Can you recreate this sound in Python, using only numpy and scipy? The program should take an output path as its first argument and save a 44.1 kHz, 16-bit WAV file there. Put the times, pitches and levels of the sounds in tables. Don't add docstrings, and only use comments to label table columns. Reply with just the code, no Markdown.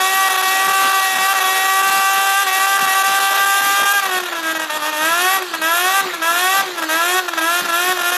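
import sys
import numpy as np
from scipy import signal
from scipy.fft import rfft, irfft, next_fast_len
from scipy.io import wavfile
from scipy.ndimage import uniform_filter1d, map_coordinates

SR = 44100
rng = np.random.default_rng(int(sys.argv[2]) if len(sys.argv) > 2 else 0)


def ratio(d):
    e = np.asarray(d, float) / 20
    return 10 ** e


def dump_mix(stems):
    frames = np.atleast_2d(stems).T
    limited = np.clip(frames, -1, 1)
    pcm = np.round(limited * 32767).astype(np.int16)
    wavfile.write(sys.argv[1], SR, pcm)


N = 360283


def unit(x):
    return x / np.sqrt(np.mean(x ** 2) + 1e-20)


def along(points, hz):
    point_hz, value = np.transpose(points)
    return np.interp(np.log(hz + 1), np.log(point_hz + 1), value)


def wobble(rate_hz):
    knots = rng.standard_normal(int(N * rate_hz / SR) + 4)
    return map_coordinates(knots, [np.arange(N) * rate_hz / SR])


def coloured(x, gain):
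    m = 2 * next_fast_len(N // 2 + 4096)
    cepstrum = irfft(np.log(gain(np.fft.rfftfreq(m, 1 / SR)) + 1e-6), m)
    cepstrum[1:m // 2] *= 2
    cepstrum[m // 2 + 1:] = 0
    return irfft(rfft(x, m) * np.exp(rfft(cepstrum)), m)[:N]


def pulses(at, size):
    taps = np.floor(at)[:, None] + np.arange(-7, 9)
    offset = taps - at[:, None]
    shape = np.sinc(offset) * np.cos(np.pi * offset / 16) ** 2
    index = np.clip(taps, 0, N).astype(int)
    return np.bincount(index.ravel(), (size[:, None] * shape).ravel(), N + 1)[:N]


def scattered(x, radians, step_hz):
    m = next_fast_len(N + 4096)
    knots = np.fft.rfftfreq(m, 1 / SR) / step_hz
    phase = radians * map_coordinates(rng.standard_normal(400), [knots])
    return irfft(rfft(x, m) * np.exp(1j * phase), m)[:N]


def patchy(depth_db):
    z = signal.stft(rng.standard_normal(N), nperseg=512)[2]
    field = uniform_filter1d(rng.standard_normal(z.shape), size=4, axis=0)
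    field = uniform_filter1d(field, size=8, axis=1)
    return signal.istft(z * ratio(depth_db * unit(field)), nperseg=512)[1][:N]


def bend(u, ease, lean):
    w = u ** lean
    return w + ease * (w * w * (3 - 2 * w) - w)


# start_s, shaft_hz
HELD_SPEED = [(0.0, 375.7), (0.182, 385.5), (0.39, 377.3), (0.62, 385), (0.88, 386.9), (1.2, 379.2),
              (1.31, 391.2), (1.41, 376.8), (1.83, 386.5), (2.33, 390.9), (2.42, 399), (2.48, 377.2),
              (2.76, 395), (2.89, 381.4), (3.02, 388.7), (3.78, 398.2), (3.85, 398), (3.951, 406.4)]
# start_s, shaft_hz, firing_db
EASED_BACK = [(4.11, 370.8, -18), (4.19, 366.4, -16.5), (4.42, 324.4, -23), (4.49, 322.5, -18),
              (4.64, 315.5, -19.5), (4.7, 301, -18.5), (4.77, 307.9, -18), (4.82, 297, -17.5),
              (4.889, 310, -17.5)]
# open_s, low_hz, flame_out_s, top_hz, overrun_db
THROTTLE_BLIPS = [(4.965, 302, 5.374, 386.5, -9), (5.616, 315.5, 6.009, 395, -9),
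                  (6.218, 324.5, 6.614, 394, -8.5), (6.889, 311.5, 7.199, 373.5, -8),
                  (7.408, 321, 7.615, 357.5, -5), (7.721, 336, 7.926, 371, -5.5),
                  (8.032, 348.5, 8.25, 364, -6)]
PEAK_LEAD_S = .021
RISE_EASE, RISE_LEAN, FALL_EASE, FALL_LEAN = .3, 0.96, .55, .88
OPEN_DB, CATCH_DB, CATCH_S, SHUT_DB = -13.5, -2.5, 0.074, -17
HISS_DB, HISS_SHUT_DB, HISS_CATCH_DB = -9.5, -1, 0


def throttle():
    t = np.arange(N) / SR
    hold_end_s = HELD_SPEED[-1][0]
    speed_points = HELD_SPEED + [row[:2] for row in EASED_BACK] + [THROTTLE_BLIPS[0][:2]]
    load_points = [(hold_end_s, OPEN_DB)] + [row[::2] for row in EASED_BACK]
    speed_hz = np.interp(t, *np.transpose(speed_points))
    load_db = np.interp(t, *np.transpose(load_points))
    hiss_db = HISS_DB + HISS_SHUT_DB * (t > hold_end_s)
    following = THROTTLE_BLIPS[1:] + [(9, 300)]
    for (open_s, low_hz, out_s, top_hz, _), (next_s, rest_hz, *_) in zip(THROTTLE_BLIPS, following):
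        peak_s, on = out_s - PEAK_LEAD_S, t >= open_s
        rise = bend(np.clip((t[on] - open_s) / (peak_s - open_s), 0, 1), RISE_EASE, RISE_LEAN)
        fall = bend(np.clip((t[on] - peak_s) / (next_s - peak_s), 0, 1), FALL_EASE, FALL_LEAN)
        speed_hz[on] = low_hz + (top_hz - low_hz) * rise + (rest_hz - top_hz) * fall
        catch, lit = np.exp(-(t[on] - open_s) / CATCH_S), t[on] < out_s
        load_db[on] = np.where(lit, OPEN_DB + CATCH_DB * catch, SHUT_DB)
        hiss_db[on] = HISS_DB + np.where(lit, HISS_CATCH_DB * catch, HISS_SHUT_DB)
    return speed_hz, uniform_filter1d(load_db, size=700), uniform_filter1d(hiss_db, size=700)


def shaft(speed_hz):
    return np.cumsum(uniform_filter1d(speed_hz, size=900) * (1 + .002 * wobble(25))) / SR


# start_s, length_s, strength_db
STRAY_FIRINGS = [(5.385, .007, -1), (5.421, 0.00399, -0.5), (5.536, 0.0074, 1), (5.546, 0.007, 0.5),
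                 (6.135, .018, -1.5), (6.772, 0.029, -2), (6.82, .007, 1), (6.835, 0.009, 0),
                 (7.282, .012, 1.5), (7.334, 0.00496, 1), (7.373, .02, 2), (7.652, 0.01025, 1),
                 (7.685, .021, 1), (7.959, .007, -2), (7.969, .008, 1.5), (7.987, 0.016, 0.5),
                 (8.011, 0.011, 1.5)]
# start_s, length_s, depth_db
FLAME_GAPS = [(2.435, 0.03, -6), (4.003, 0.019, -8), (4.068, 0.023, -4.5), (4.189, 0.0091, -12),
              (4.209, 0.023, -7), (4.242, .012, -7), (4.267, 0.015, -4.5), (4.292, 0.029, -13),
              (4.335, .015, -10), (4.404, 0.023, -4), (4.527, .023, -6.5), (4.58, .013, -9),
              (4.649, .048, -10), (4.777, 0.026, -6.5), (4.806, .011, -4.5), (4.902, .024, -5),
              (4.608, 0.0067, -3.5), (8.106, .012, -4.5)]
# start_s, depth_db
MISFIRES = [(0.285, -9), (0.333, -7), (.347, -2), (0.364, -19), (.387, 0), (.417, -14), (.671, -11),
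            (.699, -6), (.904, -2.5), (.922, -11), (1.009, -5), (1.146, -7), (1.177, -11), (1.331, -11),
            (1.343, -7), (1.396, -15), (2.856, -12), (3.026, -13), (3.302, -1), (3.368, -11), (3.824, -8),
            (3.841, -5), (4.048, -4), (4.102, -14), (4.711, -4), (5.377, -2), (7.602, -4), (7.612, -4)]
MISFIRE_S, WEAK_DB, WEAK_S = 0.00575, -6, 0.0054
FADE_S, FADE_FROM = .05, 0.76


def burning():
    db, t = np.zeros(N), np.arange(N) / SR
    for (*_, out_s, _, depth_db), (next_s, *_) in zip(THROTTLE_BLIPS, THROTTLE_BLIPS[1:]):
        off = (t > out_s) & (t < next_s)
        db[off] = depth_db * (1 - (1 - FADE_FROM) * np.exp(-(t[off] - out_s) / FADE_S))
    for start_s, length_s, strength_db in STRAY_FIRINGS:
        db[round(start_s * SR):round((start_s + length_s) * SR)] = strength_db
    weak = [(s * HELD_SPEED[-1][0], WEAK_S * (.5 + u), WEAK_DB * (.5 + v))
            for s, u, v in rng.random(size=(28, 3))]
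    clear = [(start_s, MISFIRE_S, depth_db) for start_s, depth_db in MISFIRES]
    for start_s, length_s, depth_db in weak + clear + FLAME_GAPS:
        first = max(round((start_s - .001) * SR), 0)
        db[first:round((start_s + length_s + .0005) * SR)] = depth_db
    return uniform_filter1d(1.64 * db, size=45)


ROTOR_FACES = [0.76, -0.28, -0.77]
FACES_EVEN_HZ, FACES_GROW = 385, 1.1


def exhaust_pulses(turns, speed_hz, burn_db):
    turn = np.arange(1, int(turns[-1]))
    at = np.interp(turn, turns, np.arange(N))
    index = at.astype(int)
    chance = rng.standard_normal((len(turn), 2))
    face_db = np.take(ROTOR_FACES, turn % 3)
    uneven = 1 + .22 * np.abs(uniform_filter1d(burn_db, size=2000))
    contrast = 1 + FACES_GROW * (FACES_EVEN_HZ - speed_hz[index]).clip(0) / 70
    size_db = face_db * contrast + 0.45 * uneven[index] * chance[:, 0]
    size_db[1:] += 0.06 * np.clip(np.diff(burn_db[index]), 0, None)
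    size_db += (burn_db + 0.6 * wobble(30))[index]
    return pulses(at + 1.0 * face_db + 0.33 * chance[:, 1], ratio(size_db))


# centre_hz, width_hz, depth_db
BENCH_NOTCHES = [(651, 100, -5.5), (963.9, 42, -6.5), (1046, 62, -10), (1111, 30, -4.5), (1257, 109, -7.5),
                 (1441, 44, -11.5), (1525, 55, -14.5), (1764, 88, -6), (2070, 150, -14), (2362, 60, -6.5),
                 (3010, 330, -13.5), (3466, 66, -9), (3632, 67, -8.5), (4020, 220, -9)]


def bench(hz):
    return ratio(sum(db / (1 + (2 * (hz - c) / w) ** 2) for c, w, db in BENCH_NOTCHES))


# freq_hz, level_db
PIPE_COLOUR = [(150, -71), (420, -40.5), (600, -12), (800, -14), (1150, -7.5), (1600, -6.5), (1900, -12),
               (2200, -21.5), (2600, -17.5), (3300, -15.5), (3900, -22), (4400, -35), (6000, -30.5),
               (9000, -50)]


def exhaust_note(blows):
    smeared = scattered(blows, radians=1.44, step_hz=294.7)
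    return unit(coloured(smeared, lambda hz: ratio(along(PIPE_COLOUR, hz)) * bench(hz)))


# freq_hz, density_db_per_hz
GAS_COLOUR = [(100, -29), (300, -17.5), (700, -4), (1400, -16.5), (2000, -3.5), (3300, 2), (4300, -10),
              (5200, -8), (7000, -4), (8800, -7.5), (10000, -5.5), (11500, -0.5), (12800, -5),
              (14300, -12.5)]
SPIT, SPIT_S = 1.3, .0004


def exhaust_hiss(blows):
    puff = signal.lfilter([1], [1, -np.exp(-1 / (0.005 * SR))], np.abs(blows))
    puff = puff + SPIT * signal.lfilter([1], [1, -np.exp(-1 / (SPIT_S * SR))], np.abs(blows))
    rush = unit(puff) * patchy(depth_db=2.5)
    return unit(coloured(rush, lambda hz: ratio(along(GAS_COLOUR, hz)) * bench(hz) ** 0.69))


# freq_hz, density_db_per_hz
GEAR_COLOUR = [(40, -17.5), (150, -8), (450, -9.5), (800, -5.5), (1400, -4.5), (2050, -9), (2700, -9.5),
               (4000, -8), (5500, -18), (7000, -16), (8600, -26), (11500, -27.5), (14300, -18.5)]


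def gear_rattle(turns, speed_hz):
    beat = 1 + 0.55 * np.cos(2 * np.pi * turns)
    gear = unit(coloured(beat * patchy(depth_db=3.5), lambda hz: ratio(along(GEAR_COLOUR, hz))))
    return ratio(-27.5 + 1.8 * wobble(17)) * (speed_hz / 350) ** 1.3 * gear


# shaft_hz, level_db
PUMPING_LEVEL = [(300, -42), (324, -29.5), (343, -32), (355, -30.5), (369, -26), (380, -37), (400, -50)]


def pumping_hum(turns, speed_hz):
    level_db = along(PUMPING_LEVEL, speed_hz) + 1.5 * wobble(9) + 2.5 + 1.5 * wobble(25)
    return ratio(level_db) * np.sin(2 * np.pi * turns)


def engine():
    speed_hz, load_db, hiss_db = throttle()
    turns = shaft(speed_hz)
    blows = exhaust_pulses(turns, speed_hz, burning())
    note = ratio(load_db - 2.5) * exhaust_note(blows)
    hiss = ratio(load_db + hiss_db - 0.5 + 0.32 * wobble(11)) * exhaust_hiss(blows)
    return note + hiss + gear_rattle(turns, speed_hz) + pumping_hum(turns, speed_hz)


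# freq_hz, t60_s
SHOP_DECAY = [(300, 0.32), (2000, 0.39), (10000, 0.029)]


def shop(x):
    hz, t, z = signal.stft(rng.standard_normal(SR // 2), SR, nperseg=256)
    decay = ratio(-60 * t / along(SHOP_DECAY, hz)[:, None])
    tail = signal.istft(z * decay, SR, nperseg=256)[1]
    return signal.fftconvolve(np.pad(x, (300, 0)), tail / np.linalg.norm(tail))[:N]


def scene():
    near = engine()
    return (near + ratio(-15.5) * shop(near))[None]


# freq_hz, threshold_db
MASKED_BANDS = [(60, -19.5), (200, -16.5), (330, -23.5), (1500, -12), (2100, -13), (3500, -17),
                (4500, -5.5), (8500, -3.5), (11000, -9.5), (13300, -1)]


def thinned(x):
    hz, _, z = signal.stft(x, SR, nperseg=2048)
    power = np.abs(z) ** 2
    band = np.add.reduceat(power, np.arange(0, len(hz), 6)) / 6
    band = np.repeat(band, 6, axis=0)[:len(hz)]
    around = uniform_filter1d(power, size=90, axis=0)
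    keep = band > around * ratio(2 * along(MASKED_BANDS, hz))[:, None]
    return signal.istft(z * keep, SR, nperseg=2048)[1][:N]


def roll_off(x):
    return signal.sosfilt(signal.butter(12, 14420, fs=SR, output="sos"), x)


def record(dry):
    phone = dry[0] / (1 + np.abs(dry[0] / 0.45) ** 4) ** 0.28
    phone = coloured(phone, lambda hz: (hz < 14130) / np.sqrt(1 + (290 / (hz + 1)) ** 4))
    return roll_off(thinned(phone)[None])


dry = scene()
out = record(dry)
dump_mix(out)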